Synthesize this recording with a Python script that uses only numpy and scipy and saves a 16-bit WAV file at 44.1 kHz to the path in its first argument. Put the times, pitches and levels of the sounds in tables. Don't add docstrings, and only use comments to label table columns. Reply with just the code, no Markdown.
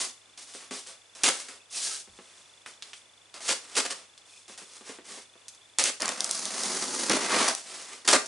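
import sys
import numpy as np
from scipy import signal
from scipy.fft import rfft, irfft
from scipy.io import wavfile

SR = 44100
rng = np.random.default_rng(int(sys.argv[2]) if len(sys.argv) > 2 else 0)


def int16_out(signal):
    q = np.round(np.clip(np.atleast_2d(signal).T, -1, 1) * 32767)
    wavfile.write(sys.argv[1], SR, q.astype(np.int16))


N = 364707
TIME = np.arange(N) / SR


def undb(db):
    return 10 ** (np.asarray(db) / 20)


def unit(x):
    return x / np.sqrt(np.mean(x ** 2))


def convolve(x, impulse_response):
    return signal.fftconvolve(x, impulse_response)[:N]


def response(spectrum, modes=(), size=8192):
    hz = np.maximum(np.fft.rfftfreq(size, 1 / SR), 1)
    knots_hz, knots_db = np.transpose(spectrum)
    broad = undb(np.interp(np.log(hz), np.log(knots_hz), knots_db))
    peaks = sum(undb(db) / (1 + (2 * (hz - centre) / width) ** 2) for centre, width, db in modes)
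    cepstrum = irfft(np.log(broad * (1 + peaks)))
    ring = irfft(np.exp(rfft(2 * cepstrum[:size // 2], size)))
    return ring / np.linalg.norm(ring)


def colour(x, spectrum, modes=()):
    return convolve(x, response(spectrum, modes))


def walk(rate):
    steps = rng.standard_normal(N)
    return unit(np.interp(TIME * rate, np.arange(N), steps))


def spread(mid, side, width, bass_hz):
    side = signal.sosfilt(signal.butter(1, bass_hz, "high", fs=SR, output="sos"), side)
    return mid + width * side * np.array([[1], [-1]])


# frequency in Hz, relative spectral density in dB.
HISS_SPECTRUM = [(25, -15), (96, -8), (178, -6.5), (500, 0), (1000, -1), (1860, -3), (2620, -0.5),
                 (3400, -2.5), (4200, -4), (9000, -5), (11000, -11.5)]
def background(hiss_db=-59.5, hum_db=-80.5, hum_hz=102, chirp_db=-52, chirp_hz=3490):
    mid, side = (colour(rng.standard_normal(N), HISS_SPECTRUM) for _ in range(2))
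    hiss = undb(hiss_db + .5 * walk(7)) * spread(mid, side, width=0.59, bass_hz=20)
    hum = undb(hum_db) * np.sqrt(2) * np.sin(2 * np.pi * hum_hz * TIME)
    from_peak_s = TIME % .04 - .0188
    envelope = np.exp(-(from_peak_s / 0.0033) ** 2)
    chirp = envelope * np.sin(2 * np.pi * chirp_hz * from_peak_s + .6 * walk(19))
    return hiss + hum + undb(chirp_db + 0.73 * walk(24.4)) * chirp


def grains(rate, spread_db):
    hit = rng.random(N) < rate / SR
    size = undb(spread_db * np.minimum(rng.standard_normal(N), 2))
    return unit(hit * size * rng.choice([-1, 1], N))


def strokes(table, hollow_re_board_db, end_share, curve):
    forces = np.zeros((3, N))
    for start, rise, length, db, board_db in table:
        shape = np.interp(TIME - start, [0, rise, max(length, rise)], [0, 1, end_share], right=0)
        path_db = np.array([[0], [board_db], [board_db + hollow_re_board_db]])
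        forces += undb(db + path_db) * shape ** curve
    return forces


# frequency in Hz, width in Hz, dB relative to the broad response.
CARTON_MODES = [(200, 9.4, 1), (253, 24, -0.5), (368, 16, -1), (403, 23, -5), (528.3, 95, 4.5),
                (659, 24, 1), (1020, 9, -31), (1162, 150, -4.5), (1322, 15, -1.5), (1590, 44, -6),
                (1857, 36, -9), (2066, 43, -5)]
# frequency in Hz, relative level in dB.
BOARD_SPECTRUM = [(250, -26.5), (500, 0.5), (750, 1.5), (1200, -0.5), (1900, -0.5), (2600, -2), (4500, -11),
                  (10000, -68)]
def carton(slips, surface_spectrum, hollow_spectrum, forces):
    surface_force, board_force, hollow_force = forces
    surface = colour(slips * surface_force, surface_spectrum)
    board = colour(slips * board_force, BOARD_SPECTRUM, CARTON_MODES)
    hollow = colour(slips * hollow_force, hollow_spectrum, CARTON_MODES)
    return surface + board + hollow


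# frequency in Hz, relative level in dB.
SKIN_SPECTRUM = [(800, -64), (1800, -10), (2700, -1.5), (4000, 4.5), (5500, 9), (7000, 7.5), (9500, 7.5),
                 (11000, -3)]
CRACK_SPECTRUM = [(500, -15), (1800, -47), (3200, -1), (5200, 2.5), (7000, 3.5), (9500, 0), (11000, -2)]
STIFF_END_SPECTRUM = [(25, -34), (65, -21), (125, -29), (170, -9), (215, -4.5), (340, 2), (530, 7.5),
                      (800, -9), (2000, -46), (8000, -82)]
# start in seconds, surface level in dB, board level in dB relative to the surface.
HAND_LANDINGS = [(0, -30, -8.5), (0.374, -43.5, -9.5), (0.536, -45, -9), (0.707, -40.5, -3.5),
                 (.862, -45, -6.5), (1.149, -48, -5.5), (1.398, -44.5, -6), (1.484, -46.5, -1.5),
                 (2.659, -48, -4), (2.931, -54, -15), (3.339, -50, -0.5), (3.404, -44.5, -2.5),
                 (4.479, -47.5, -4.5), (4.575, -45, -4.5), (7.549, -42, -11)]
# start and length in seconds, surface level in dB, board level in dB relative to the surface.
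HAND_SLIDES = [(0.461, 0.1, -48.5, -9), (0.58, 0.12, -50.5, -1), (0.71, 0.19, -48, -15),
               (1.187, 0.11, -51, 2.5), (1.28, 0.15, -38, -8.5), (1.7, .33, -32.5, -16),
               (2.01, 0.64, -57.5, -5), (2.813, 0.14, -56.5, -4.5), (3.415, 0.17, -37.5, -12),
               (3.606, 0.46, -46, -1.5), (4.24, 0.25, -55.5, -13), (4.657, 0.19, -50.5, -8),
               (4.829, 0.16, -48, -2.5), (5.038, 0.21, -43, -5), (7.631, 0.26, -41.5, -4.5),
               (7.84, 0.21, -46, -1.5)]
def rubs(landing_rise_s=0.002, landing_length_s=0.12, slide_peak_share=0.4, crinkle_db=-11):
    slips = grains(rate=12000, spread_db=4.0) * undb(1.2 * walk(90) + 1.1 * walk(30))
    crinkles = grains(rate=66, spread_db=5.5)
    landings = [(start, landing_rise_s, landing_length_s, *levels) for start, *levels in HAND_LANDINGS]
    slides = [(start, slide_peak_share * length, length, *levels)
              for start, length, *levels in HAND_SLIDES]
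    forces = strokes(landings, hollow_re_board_db=-3, end_share=0.037, curve=1.25)
    forces += strokes(slides, hollow_re_board_db=-3, end_share=0.012, curve=0.72)
    brushing = carton(slips, SKIN_SPECTRUM, STIFF_END_SPECTRUM, forces)
    return brushing + undb(crinkle_db) * colour(crinkles * forces[0], CRACK_SPECTRUM)


def impact(decay_s, click_ratio, size=4096):
    t = np.arange(size) / SR
    burst = rng.standard_normal(size) * np.exp(-t / decay_s) * np.minimum(t / decay_s * 2, 1)
    burst[0] = click_ratio * np.linalg.norm(burst)
    return burst / np.linalg.norm(burst)


def strike(start_s, peak_db, force, body):
    ring = signal.fftconvolve(force, body)
    return np.pad(undb(peak_db) * ring / np.abs(ring).max(), (int(start_s * SR), N))[:N]


# frequency in Hz, relative level in dB.
SLACK_LID_SPECTRUM = [(25, -38), (65, -21.5), (125, -27), (160, -9.5), (200, -1), (340, 2.5), (530, 0),
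                      (800, -7.5), (2000, -62.5), (8000, -82)]
# start in seconds, peak level of the hollow in dB.
BOX_BUMPS = [(0.549, -39.5), (0.711, -30.5), (2.076, -46), (2.189, -38), (4.497, -41), (4.618, -42),
             (4.81, -41.5), (4.895, -33.5), (4.987, -37), (5.112, -47), (5.175, -41), (5.355, -47),
             (6.024, -27.5), (7.101, -16), (8.154, -20)]
def bumps(board_re_hollow_db=2.5):
    hollow = response(SLACK_LID_SPECTRUM, CARTON_MODES)
    board = response(BOARD_SPECTRUM, CARTON_MODES)
    out = np.zeros(N)
    for start, db in BOX_BUMPS:
        force = impact(decay_s=0.011, click_ratio=1.1)
        out += strike(start, db, force, hollow)
        out += strike(start, db + board_re_hollow_db, force, board)
    return out


# frequency in Hz, relative level in dB.
CUT_SPECTRUM = [(800, -36), (1800, 4.5), (2700, 7), (4000, 4.5), (5500, 4.5), (7000, 4.5), (9500, 2.5),
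                (11000, -6)]
# start, rise and length in seconds, tape level in dB, board level in dB relative to the tape.
CUTS_AND_TEARS = [(1.234, 0.0011, .058, -18.5, -9), (1.275, 0.014, 0.031, -27, 1.5),
                  (3.478, 0.012, 0.059, -23, -7.5), (3.752, 0.0013, 0.018, -28.5, -12.5),
                  (3.764, 0.0055, 0.046, -22, -4.5), (3.851, 0.0014, 0.018, -27.5, -3),
                  (3.902, 0.00088, 0.032, -30.5, -7), (5.785, 0.0014, 0.05, -22.5, -9),
                  (5.838, 0.0051, 0.065, -23.5, -10), (8.047, 0.0018, 0.045, -38, -2.5),
                  (8.0755, 0.0024, 0.057, -18.5, -4), (8.128, .0016, 0.039, -18.5, 2.5)]
def cuts():
    breaks = grains(rate=13000, spread_db=4.0) * undb(2.24 * walk(400))
    forces = strokes(CUTS_AND_TEARS, hollow_re_board_db=-2.5, end_share=0.3, curve=0.86)
    return carton(breaks, CUT_SPECTRUM, STIFF_END_SPECTRUM, forces)


# start in seconds, peak level in dB.
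TAPE_SNAPS = [(1.2351, -4.5), (5.7859, -6.5), (5.8392, -4), (6.0047, -19.5), (6.0205, -10), (6.057, -11.5),
              (6.08, -13.5), (6.091, -11), (6.206, -7.5), (6.244, -8), (6.3114, -5.5), (6.4545, -12.5),
              (6.635, -13.5), (7.097, -7), (7.486, -7.5), (7.55, -13.5), (8.0768, -5)]
def snaps():
    tape = response(CRACK_SPECTRUM, modes=[(5900, 2300, -4.5), (9070, 710, 1.0)])
    return sum(strike(start, db, impact(decay_s=0.00078, click_ratio=0.67), tape)
               for start, db in TAPE_SNAPS)


# start and length in seconds, first and last pitch in Hz, level in dB.
FINGER_SQUEAKS = [(1.596, 0.058, 2620, 2620, -56), (1.727, 0.055, 2550, 2580, -41),
                  (1.799, 0.18, 1620, 1614, -45.5), (1.893, 0.052, 1350, 1280, -40),
                  (4.283, 0.11, 2590, 2410, -51), (5.577, 0.094, 2900, 3830, -59)]
def squeaks(jitter=0.034):
    waver = 1 + jitter * walk(500)
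    grip = unit(undb(6.7 * walk(170)))
    out = np.zeros(N)
    for start, length, first_hz, last_hz, db in FINGER_SQUEAKS:
        along = np.clip((TIME - start) / length, 0, 1)
        hz = (first_hz + (last_hz - first_hz) * along) * waver
        out += undb(db) * np.sin(np.pi * along) * np.sin(2 * np.pi * np.cumsum(hz) / SR)
    return out * grip


def rocking(start_s=2.075, length_s=0.11, db=-65):
    spectrum = [(20, -12), (45, -2), (90, -1), (140, -13), (400, -15), (2000, -72)]  # Hz, dB
    shudder = colour(rng.standard_normal(N), spectrum)
    envelope = np.interp(TIME - start_s, [0, .02, length_s / 2, length_s], [0, 1, 1, 0])
    return undb(db) * shudder * envelope


# start in seconds, peak level in dB, pitch in Hz.
LIGHT_TAPS = [(2.662, -25, 1660), (2.824, -20.5, 3760), (2.933, -25, 2720), (3.342, -27, 4230),
              (4.178, -32.5, 4300), (5.483, -20, 6400), (5.549, -33.5, 5960), (8.260, -19, 6000)]
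def taps():
    out = np.zeros(N)
    for start, db, hz in LIGHT_TAPS:
        contact = response([(hz / 8, -22), (hz / 2, -9), (hz, 0), (hz * 1.96, -9), (hz * 4, -24)])
        out += strike(start, db, impact(decay_s=0.0072, click_ratio=1.0), contact)
    return out


# frequency in Hz, relative level in dB.
SLIT_SPECTRUM = [(800, -32), (1800, -18), (3000, -11.5), (4500, 3), (6300, 6.5), (8000, 2), (9800, 4.5),
                 (11000, -8.5)]
# time in seconds, tape level in dB, board level in dB relative to the tape.
SEAM_DRAG = [(6.003, -40.5, 4), (6.09, -40, 7), (6.13, -42.5, 0), (6.2, -43.5, 2), (6.34, -35.5, -8),
             (6.5, -37, -3.5), (6.67, -33.5, -4.5), (7.073, -35, -5), (7.103, -28.5, 4), (7.275, -38, 0),
             (7.298, -32.5, 6), (7.491, -29, 1.5), (7.535, -43.5, 2.5)]
def slit(flute_hz=74, flute_depth_db=1.3, hollow_re_board_db=-9, slack_gain_db=8.5, crinkle_db=-12):
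    times, *levels = np.transpose(SEAM_DRAG)
    tape_db, board_db = (np.interp(TIME, times, level) for level in levels)
    start, end = times[0], times[-1]
    travel = np.interp(TIME, [start, end], [0, 1]) ** 1.6
    hollow_db = hollow_re_board_db + slack_gain_db * np.sin(np.pi * travel)
    contact = np.interp(TIME, [start - .005, start, end, end + 0.013], [0, 1, 1, 0])
    forces = contact * undb([tape_db, tape_db + board_db, tape_db + board_db + hollow_db])
    crossing_hz = flute_hz * (1 + 0.11 * walk(25))
    flutes = np.sin(2 * np.pi * np.cumsum(crossing_hz) / SR)
    slips = unit(grains(rate=8000, spread_db=2.5) * undb(flute_depth_db * flutes + 2.17 * walk(140)))
    crinkles = grains(rate=33, spread_db=1)
    rasp = carton(slips, SLIT_SPECTRUM, SLACK_LID_SPECTRUM, forces)
    return rasp + undb(crinkle_db) * colour(crinkles * forces[0], CRACK_SPECTRUM)


def reflections(x, low_t60_s=0.29, treble_t60_s=0.31, size=16384):
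    t = np.arange(size) / SR
    noise = rng.standard_normal(size)
    low = signal.sosfiltfilt(signal.butter(2, 4000, fs=SR, output="sos"), noise)
    tail = low * undb(-60 * t / low_t60_s) + (noise - low) * undb(-60 * t / treble_t60_s)
    tail *= np.clip((t - .002) / 0.001, 0, 1)
    return convolve(x, tail / np.linalg.norm(tail))


def workshop(x, room_db=-6.5, move_hz=.9, wall_leak_hz=230):
    x = signal.sosfilt(signal.butter(1, wall_leak_hz, "high", fs=SR, output="sos"), x)
    turn = 2 * np.pi * move_hz * TIME
    mid, side = (reflections(x * np.cos(turn)) + reflections(x * np.sin(turn)) for _ in range(2))
    return undb(room_db) * spread(mid, side, width=0.62, bass_hz=322)


def scene(left_re_right_db=-.4, snap_room_db=-4):
    handling = cuts() + rubs() + slit() + taps() + bumps() + squeaks() + rocking()
    cracks = snaps()
    pan = undb(np.array([[left_re_right_db], [-left_re_right_db]]) / 2)
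    direct = (handling + cracks) * pan
    return direct + workshop(handling + undb(snap_room_db) * cracks) + background()


def record(dry):
    return signal.sosfilt(signal.ellip(10, .2, 70, 11050, fs=SR, output="sos"), dry)


dry = scene()
out = record(dry)
int16_out(out)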